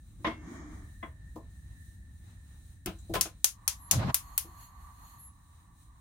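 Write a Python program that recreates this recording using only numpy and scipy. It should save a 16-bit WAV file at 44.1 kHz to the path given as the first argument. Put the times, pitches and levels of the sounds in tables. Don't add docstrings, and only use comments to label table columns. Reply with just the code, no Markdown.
import sys
import numpy as np
from scipy import signal
from scipy.fft import rfft, irfft, next_fast_len
from scipy.io import wavfile
from scipy.ndimage import uniform_filter1d, map_coordinates

SR = 44100
rng = np.random.default_rng(int(sys.argv[2]) if len(sys.argv) > 2 else 0)


def transcribe(signal):
    frames = np.atleast_2d(signal).T
    limited = np.clip(frames, -1, 1)
    pcm = np.round(limited * 32767).astype(np.int16)
    wavfile.write(sys.argv[1], SR, pcm)


def makeup_ratio(level_db):
    decades = np.asarray(level_db, float) / 20
    return 10 ** decades


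N = 264688
SIZE = next_fast_len(N)
FREQS_HZ = np.maximum(np.arange(SIZE // 2 + 1) * SR / SIZE, 1)

# frequency in Hz, side minus mid in dB.
WIDTH = [(30, -22), (60, -19), (120, -15), (250, -11), (500, -6), (1200, -1), (2400, 1), (5000, 0),
         (15000, 0)]

# frequency in Hz, density in dB per Hz.
RUMBLE = [(12, -47.5), (20, -14.5), (54, -0.5), (75, -1.5), (114, -8.5), (129, -15), (156, -13.5),
          (256, -25.5), (295, -24), (412, -45.5), (900, -51), (1170, -80), (1980, -120)]
HISS = [(300, -19.5), (900, -17.5), (1400, -18.5), (2600, -23), (5000, -26.5), (7000, -18.5), (9500, -20.5),
        (11000, -29.5), (14000, -24), (15600, -20.5), (17000, -29)]
TONE_FLOOR = [(1000, -51.5), (3000, -52)]
# frequency in Hz, width in Hz, level in dB.
HISS_PEAKS = [(3910, 510, -14), (6010, 160, -16), (9000, 1300, -13), (7560, 82, -23.5)]
TONE_PEAKS = [(1798, 124, 0.69)]
# time in seconds, distance in metres.
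DISTANCE = [
    (0, 0.64),
    (.45, 0.33),
    (1.1, 0.4),
    (2.0, 0.4),
    (2.8, 0.6),
    (3.2, 0.19),
    (3.45, 0.81),
    (4.2, 0.56),
    (4.7, 0.7),
    (6.0, 0.92),
]
TONE_SINGS = (.45, .45, 1.955, .03)
LEAK = (2.24, 0.063, 0.21, 0.2)
HIGH_TONE_SINGS = (2.86, .04, 0.37, .15)
RUMBLE_DB, HISS_DB = -56, -74
HISS_FOLLOWS = 0.22
TONE_DB, TONE_MUTED_DB, TONE_SAG_DB_PER_S = -68.5, -15, 2.5
LEAK_DB, HIGH_TONE_DB = 2.5, -74.5

# time in seconds, level in dB, contact in seconds, bass in dB, body top in Hz.
KNOCKS = [
    (0.189, -60, 0.05, 11.5, 505),
    (0.244, -30.5, 0.027, 0, 4300),
    (0.266, -32, 0.01, -0.5, 5540),
    (0.31, -48, 0.016, 6.5, 4450),
    (1.026, -40, 0.016, 2.5, 3040),
    (1.356, -40.5, 0.024, -2.5, 900),
]
# frequency in Hz, level in dB, t60 in seconds.
WOOD = [(239.3, 1, 0.16), (313.8, 7, 0.15), (669, 0.5, 0.093), (1060, -2.5, 0.15), (2040, -5.5, 0.13),
        (3345, -6.5, 0.098)]
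# low edge in Hz, high edge in Hz, level in dB.
WOOD_BANDS = [(360, 532, 10), (542, 590, 8.5), (900, 1190, 11.5), (1360, 1620, 6.5), (1760, 2140, 6.5),
              (3030, 3600, -1.5), (4130, 7700, -8)]

# time in seconds, frequency in Hz, level in dB, t60 in seconds.
PAN_SUPPORT = [
    (0.25, 2160, -40.5, 0.43),
    (0.25, 2720, -50, 0.43),
    (1.03, 640, -54.5, 0.36),
]

SLIDE = (0.28, .2, .26, 0.15)
# frequency in Hz, density in dB per Hz.
SLIDING = [(88, -34), (150, -4), (298, -1.5), (524, -23.5), (655, -15), (846, -20.5), (1190, -14.5),
           (1410, -22.5), (1800, -18.5), (2370, -24.5), (2530, -51), (3170, -32.5), (4460, -42.5),
           (6730, -32), (9000, -58), (11700, -75), (19800, -120)]
# frequency in Hz, width in Hz, level in dB.
SLIDE_PEAKS = [(301, 50, 2.0), (1180, 66, -16), (1790, 17, -7.5), (6640, 1800, -30.5)]
SLIDE_DB = -48.5

# time in seconds, level in dB, t60 in seconds, wide hiss in dB.
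PUFFS = [
    (1.355, -67.5, 0.16, 6),
    (1.5, -68, .1, -7),
    (2.985, -54, 0.18, -15.5),
]
PUFF_LOW_HZ, PUFF_HIGH_HZ = 6292, 8400

# time in seconds, level in dB, contact in seconds, bass in dB, body top in Hz.
KNOB = [
    (2.8595, -37.5, 0.0027, 0.5, 4450),
    (2.866, -36, .025, 5.5, 2900),
    (3.092, -37, 0.037, 6.5, 700),
    (3.137, -27.5, 0.0094, -21.5, 2800),
    (3.15, -24.5, 0.014, -3, 2700),
    (3.172, -39.5, .02, 2.5, 2560),
    (3.25, -40.5, 0.02, -3, 2840),
    (4.44, -56, 0.036, 6.5, 900),
]
# frequency in Hz, level in dB, t60 in seconds.
HOB = [(111.6, -2, 0.055), (151, -1.5, 0.023), (190.9, 4, 0.086), (323.5, 6.5, 0.077), (690, -10.5, 0.064),
       (1036, -1.5, 0.11), (1428, -13, 0.02)]
# low edge in Hz, high edge in Hz, level in dB.
HOB_BANDS = [(400, 770, 12.5), (900, 1700, 9.5), (1580, 2350, 0.5), (2700, 9600, 8.5)]

# time in seconds, level in dB, colour at 6.5 kHz in dB, colour at 11 kHz in dB.
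SPARKS = [
    (3.2102, -20.5, 2.5, -2),
    (3.4437, -20, 4, 1),
    (3.6777, -21.5, 2, -2),
    (3.9112, -19.5, 5, -1),
    (4.144, -22, -2.1, 2),
    (4.378, -26, -2, 4),
]
# frequency in Hz, density in dB per Hz.
CRACK = [(300, -61), (600, -18), (1000, -14), (1500, -14.5), (2800, -10), (4500, -10), (6400, -4.5),
         (8000, -8.5), (10000, -1), (13000, -5), (16500, -10)]
# frequency in Hz, left minus right in dB.
LEFT_LEAD = [(1000, 2.5), (3000, -3), (6500, 8.5), (10000, 2), (14000, 7)]
# frequency in Hz, level in dB, t60 in seconds.
SPARK_MODES = [(6120, -52, 0.12), (6660, -45, 0.09), (7070, -51, 0.12), (9970, -45, 0.045),
               (10670, -45, 0.03)]

# time in seconds, gas flow in dB.
FLOW = [
    (3.35, -39.5),
    (3.49, -19.5),
    (3.61, -5.5),
    (3.83, -1.5),
    (4.08, -0.5),
    (4.67, -1.5),
    (5.12, -2),
    (5.2, -5),
    (5.3, -11.5),
    (6.0, -13.5),
]
# frequency in Hz, density in dB per Hz.
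ROAR = [(240, -61.5), (400, -20.5), (528, -27.5), (716, -9.5), (1120, -0.5), (1350, -15), (1900, -17.5),
        (2140, -39), (2370, -39), (3000, -30.5), (3900, -53.5), (6600, -120)]
JET_HISS = [(3000, -17.5), (4300, -24), (5200, -35), (6500, -14.5), (9000, -24.5), (11500, -11.5),
            (14000, -21), (16500, -25.5)]
# frequency in Hz, width in Hz, level in dB.
ROAR_PEAKS = [(1143, 76, 6.5), (988, 130, 0), (1850, 500, -13.5)]
JET_PEAKS = [(6730, 70, -2), (11230, 130, -5), (11750, 68, -13.5), (13580, 120, -6), (4300, 261, -8)]
ROAR_DB, JET_HISS_DB = -58.5, -64.5
JET_HISS_FOLLOWS, JET_HISS_LAG_S = 3.1, .09

# start, attack, hold, release in seconds, level in dB.
WHISTLES = [
    (3.738, .08, .07, .015, -57.5),
    (5.175, 0.027, 0.08, 0.047, -54.5),
]
WHISTLE_HZ = (11400, 11230)
WHISTLE_RATIOS = (1, 1.022, .645)
WHISTLE_SAG_HZ_PER_S, NEIGHBOUR_FADE_DB_PER_S = 2100, 113.5

WHOOSH = (3.9, .032, .173, .03)
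# frequency in Hz, density in dB per Hz.
THUMP = [(22, -40.5), (38, -15.5), (70, 0.6), (108, 2.0), (160, -4.5), (300, -18.0), (600, -44.5)]
FLUTTER = [(120, -29), (250, -8.5), (600, 6.5), (1100, 1.5), (2000, -7.5), (4000, -19.5), (8000, -30)]
RUSH = [(800, -15), (2000, -7.0), (4000, 6.5), (7000, -12.0), (12000, -24)]
THUMP_DB, FLUTTER_DB, RUSH_DB, RUSH_SAG_DB_PER_S = -30, -41.5, -45.5, 88
THROB_HZ, THROB_PEAK_S, THROB_DB = 11, 3.88, 3


def in_time(rows, quiet=None):
    s, *columns = np.transpose(rows)
    return [np.interp(np.arange(N) / SR, s, c, quiet, quiet) for c in columns]


def at_hz(points, hz):
    points = np.array(points)
    return np.interp(np.log(hz), np.log(points[:, 0]), points[:, 1])


def stroke(start_s, attack_s, hold_s, release_s, depth_db):
    t = np.arange(N) / SR - start_s
    rise = t / attack_s - 1
    fall = (attack_s + hold_s - t) / release_s
    return depth_db * np.minimum(np.minimum(rise, fall), 0)


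def drift(rate_hz):
    knots = rng.standard_normal(400)
    return map_coordinates(knots, [np.arange(N) / SR * min(rate_hz, 60)], order=3)


def band(x, low_hz, high_hz):
    return signal.sosfilt(signal.butter(2, [low_hz, min(high_hz, SR / 2.2)], "band", fs=SR, output="sos"), x)


def ring(x, hz, t60_s):
    r = makeup_ratio(-60 / (t60_s * SR))
    w = 2 * np.pi * hz / SR
    return signal.lfilter([0, np.sin(w)], [1, -2 * r * np.cos(w), r * r], x)


def add(out, s, sound, pan_db):
    at = round(s * SR)
    panned = sound * makeup_ratio([[pan_db / 2], [-pan_db / 2]])
    out[:, at:at + sound.shape[1]] += panned[:, :N - at]


def gas_noise(spectrum, peaks=(), flicker_db=-1.0, rate_hz=11.0, split_hz=1500):
    power = makeup_ratio(at_hz([(5, -90)] + list(spectrum) + [(22000, -90)], FREQS_HZ)) ** 2
    for hz, width_hz, top_db in peaks:
        power = power + makeup_ratio(top_db) ** 2 / (1 + (2 * (FREQS_HZ - hz) / width_hz) ** 2) ** 2
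    white = rfft(rng.standard_normal((2, SIZE))) * np.sqrt(power)
    side_gain = makeup_ratio(at_hz(WIDTH, FREQS_HZ))
    whole = irfft(white * [np.ones_like(FREQS_HZ), side_gain], SIZE)[:, :N]
    lows = signal.lfilter(*signal.butter(1, split_hz, fs=SR), whole)
    low_part = lows * makeup_ratio(flicker_db * drift(rate_hz))
    high_part = (whole - lows) * makeup_ratio(flicker_db * drift(rate_hz))
    mid, side = (low_part + high_part) / np.std(whole[0])
    return np.array([mid + side, mid - side])


def struck_body(events, modes, bands, tail_db, tail_s, snap_s, snap_db, soften_db, rise_s):
    out, t = np.zeros((2, N)), np.arange(round(.45 * SR)) / SR
    for s, level_db, contact_s, bass_db, top_hz in events:
        mid, side = rng.standard_normal((2, len(t)))
        sides = side * [[1], [-1]]
        contact_s = max(contact_s, .002)
        treble_db = snap_db - soften_db * np.log2(contact_s / 0.011) + 3.7 * np.log2(top_hz / 3000)
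        force = np.minimum(t / np.minimum(rise_s, contact_s / 4), 1) * np.exp(-t / contact_s)
        swell = makeup_ratio(tail_db) * (contact_s / .02) ** .3 * np.minimum(t / 0.006, 1)
        body = np.zeros((2, len(t)))
        for hz, mode_db, t60_s in modes:
            wide = np.clip(hz / 1500, 0, 1)
            body += makeup_ratio(mode_db + bass_db * (hz < 400)) * ring(force * (mid + wide * sides), hz, t60_s)
        body /= np.sqrt(contact_s * SR)
        body_drive = force + swell * makeup_ratio(-60 * t / tail_s)
        for low_hz, high_hz, band_db in bands:
            ears = mid + np.clip(low_hz / 1300, 0, 1) * sides
            body += makeup_ratio(band_db) * band(ears * body_drive, low_hz, high_hz)
        body = signal.sosfilt(signal.butter(5, top_hz, fs=SR, output="sos"), body)
        snap_drive = force + swell * (contact_s / .02) ** 0.49 * makeup_ratio(-60 * t / snap_s)
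        snap = band((mid + sides) * snap_drive, 2000, 16500)
        add(out, s, makeup_ratio(level_db) * (body + makeup_ratio(treble_db) * snap), 1.5)
    return out


def lit_burner():
    near_db = -20 * np.log10(in_time(DISTANCE)[0])
    sung_db = stroke(*TONE_SINGS, depth_db=-TONE_MUTED_DB) - TONE_SAG_DB_PER_S * np.arange(N) / SR
    tone_db = TONE_DB + np.maximum(sung_db, TONE_MUTED_DB)
    leak_db = sum(np.maximum(LEAK_DB + stroke(*shape, depth_db=LEAK_DB), 0)
                  for shape in (LEAK, HIGH_TONE_SINGS))
    hiss_db = HISS_DB + HISS_FOLLOWS * near_db + leak_db
    high_db = HIGH_TONE_DB + stroke(*HIGH_TONE_SINGS, depth_db=11)
    rumble = makeup_ratio(RUMBLE_DB + near_db) * gas_noise(RUMBLE, flicker_db=0.84, split_hz=120)
    tone = makeup_ratio(tone_db) * gas_noise(TONE_FLOOR, TONE_PEAKS, flicker_db=3.2)
    high_tone = makeup_ratio(high_db) * band(rng.standard_normal((2, N)), 3850, 4150) * 9.0
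    hiss = makeup_ratio(hiss_db) * gas_noise(HISS, HISS_PEAKS, flicker_db=2.96, split_hz=3000)
    return rumble + hiss + tone + high_tone


def wood_knocks():
    return struck_body(KNOCKS, WOOD, WOOD_BANDS, tail_db=-3.0, tail_s=0.25, snap_s=0.21, snap_db=-37,
                       soften_db=1.5, rise_s=0.0014)


def pan_support():
    out, t = np.zeros((2, N)), np.arange(round(.45 * SR)) / SR
    for s, hz, level_db, t60_s in PAN_SUPPORT:
        sine = np.sin(2 * np.pi * hz * t + np.array([[0], [1.3]]))
        add(out, s, makeup_ratio(level_db - 60 * t / t60_s) * sine, 1.5)
    return out


def slide():
    friction = gas_noise(SLIDING, SLIDE_PEAKS, flicker_db=1.9, rate_hz=8.53, split_hz=320)
    return makeup_ratio(SLIDE_DB + stroke(*SLIDE, depth_db=17)) * friction


def short_puffs():
    out, t = np.zeros((2, N)), np.arange(round(.45 * SR)) / SR
    for s, level_db, t60_s, wide_db in PUFFS:
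        decay = makeup_ratio(level_db + 5.5 - 60 * t / t60_s) * np.minimum(t / 0.0054, 1)
        puff = rng.standard_normal((2, len(t))) * decay
        narrow = band(puff, PUFF_LOW_HZ, PUFF_HIGH_HZ)
        add(out, s, narrow + makeup_ratio(wide_db) * band(puff, 2000, 16000), 3.0)
    return out


def knob():
    return struck_body(KNOB, HOB, HOB_BANDS, tail_db=-6, tail_s=.19, snap_s=0.17, snap_db=-8,
                       soften_db=8.5, rise_s=0.004)


def sparks():
    out, t = np.zeros((2, N)), np.arange(round(.3 * SR)) / SR
    walls = rng.standard_normal((2, len(t)))
    hz = np.maximum(np.arange(len(t) // 2 + 1) * SR / len(t), 1)
    sides = makeup_ratio(at_hz(LEFT_LEAD, hz) * [[.5], [-.5]])
    near = np.minimum(t / 0.0004, 1) * makeup_ratio(-60 * t / 0.021)
    tail = np.minimum(t / 0.0022, 1) * makeup_ratio(-9.0 - 60 * t / 0.25 - 1000 * t ** 2)
    crack = np.minimum(t / .0004, 1) * makeup_ratio(2.0 - 60 * t / .004)
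    for s, level_db, *colour_db in SPARKS:
        echoes = 0.77 * walls + 0.68 * rng.standard_normal((2, len(t)))
        own_db = at_hz([(3000, 0)] + list(zip((6500, 11000), colour_db)), hz)
        echoes = irfft(rfft(echoes) * makeup_ratio(at_hz(CRACK, hz) + own_db) * sides, len(t))
        lumps = makeup_ratio(2.2 * rng.standard_normal((2, len(t) // 16 + 1)))
        lumps = lumps.repeat(16, axis=1)[:, :len(t)]
        duller = signal.lfilter(*signal.butter(1, 9000, fs=SR), echoes)
        cabin_tail = (duller + (echoes - duller) * makeup_ratio(-60 * t / 0.17)) * tail
        sound = echoes * (near * lumps + crack) + cabin_tail
        for mode_hz, mode_db, t60_s in SPARK_MODES:
            sound += makeup_ratio(mode_db) * ring(echoes * near, mode_hz, t60_s)
        add(out, s, makeup_ratio(level_db + 11.0) * sound, 0)
    return out


def jet():
    flow_db, = in_time(FLOW, quiet=-69)
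    late_db, = in_time(np.add(FLOW, [JET_HISS_LAG_S, 0]), quiet=-60)
    roar = makeup_ratio(ROAR_DB + flow_db) * gas_noise(ROAR, ROAR_PEAKS, flicker_db=2.0, rate_hz=21.0)
    hiss_db = JET_HISS_DB + JET_HISS_FOLLOWS * late_db
    hiss = makeup_ratio(hiss_db) * gas_noise(JET_HISS, JET_PEAKS, flicker_db=-3.5)
    return roar * makeup_ratio([[-1.5], [1.5]]) + hiss


def whistles():
    out = np.zeros((2, N))
    for (*shape, level_db), start_hz in zip(WHISTLES, WHISTLE_HZ):
        t = np.clip(np.arange(N) / SR - shape[0], 0, 1)
        hz = start_hz - WHISTLE_SAG_HZ_PER_S * t
        wavering_db = level_db + stroke(*shape, depth_db=22) + 1.2 * drift(40)
        level = uniform_filter1d(makeup_ratio(wavering_db), size=400)
        shares_db = (0, 4 - NEIGHBOUR_FADE_DB_PER_S * t, -17.5)
        for ratio, share_db in zip(WHISTLE_RATIOS, shares_db):
            phase = 2 * np.pi * np.cumsum(ratio * hz + 12 * drift(30)) / SR
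            out += np.sqrt(2) * level * makeup_ratio(share_db) * np.sin(phase + np.array([[0], [1.2]]))
    return out


def whoosh():
    t, burn_db = np.arange(N) / SR, stroke(*WHOOSH, depth_db=31.5)
    throb_db = THROB_DB * np.cos(2 * np.pi * THROB_HZ * (t - THROB_PEAK_S))
    lumps = drift(45)
    thump_db = THUMP_DB + burn_db + throb_db
    flutter_db = FLUTTER_DB + burn_db - throb_db + 1.2 * lumps
    sag_db = RUSH_SAG_DB_PER_S * np.maximum(t - WHOOSH[0], 0)
    rush_db = RUSH_DB + burn_db - sag_db + 2.5 + 1.5 * lumps
    thump = makeup_ratio(thump_db) * gas_noise(THUMP, split_hz=78)
    flutter = makeup_ratio(flutter_db) * gas_noise(FLUTTER, flicker_db=2.0, rate_hz=74.0, split_hz=820)
    rush = makeup_ratio(rush_db) * gas_noise(RUSH)
    return thump + flutter + rush


def scene():
    cabin = lit_burner() + wood_knocks() + pan_support() + slide()
    ignition = short_puffs() + knob() + sparks() + jet() + whistles() + whoosh()
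    return cabin + ignition


def low_pass(x):
    return signal.sosfilt(signal.butter(12, 16990, fs=SR, output="sos"), x)


def record(dry):
    shelved = signal.sosfilt(signal.ellip(6, .5, 28, 15850, fs=SR, output="sos"), dry)
    bass_cut = signal.lfilter(*signal.butter(2, 30, "high", fs=SR), shelved)
    rounded = .95 * np.tanh(bass_cut / .95)
    return low_pass(rounded)


dry = scene()
out = record(dry)
transcribe(out)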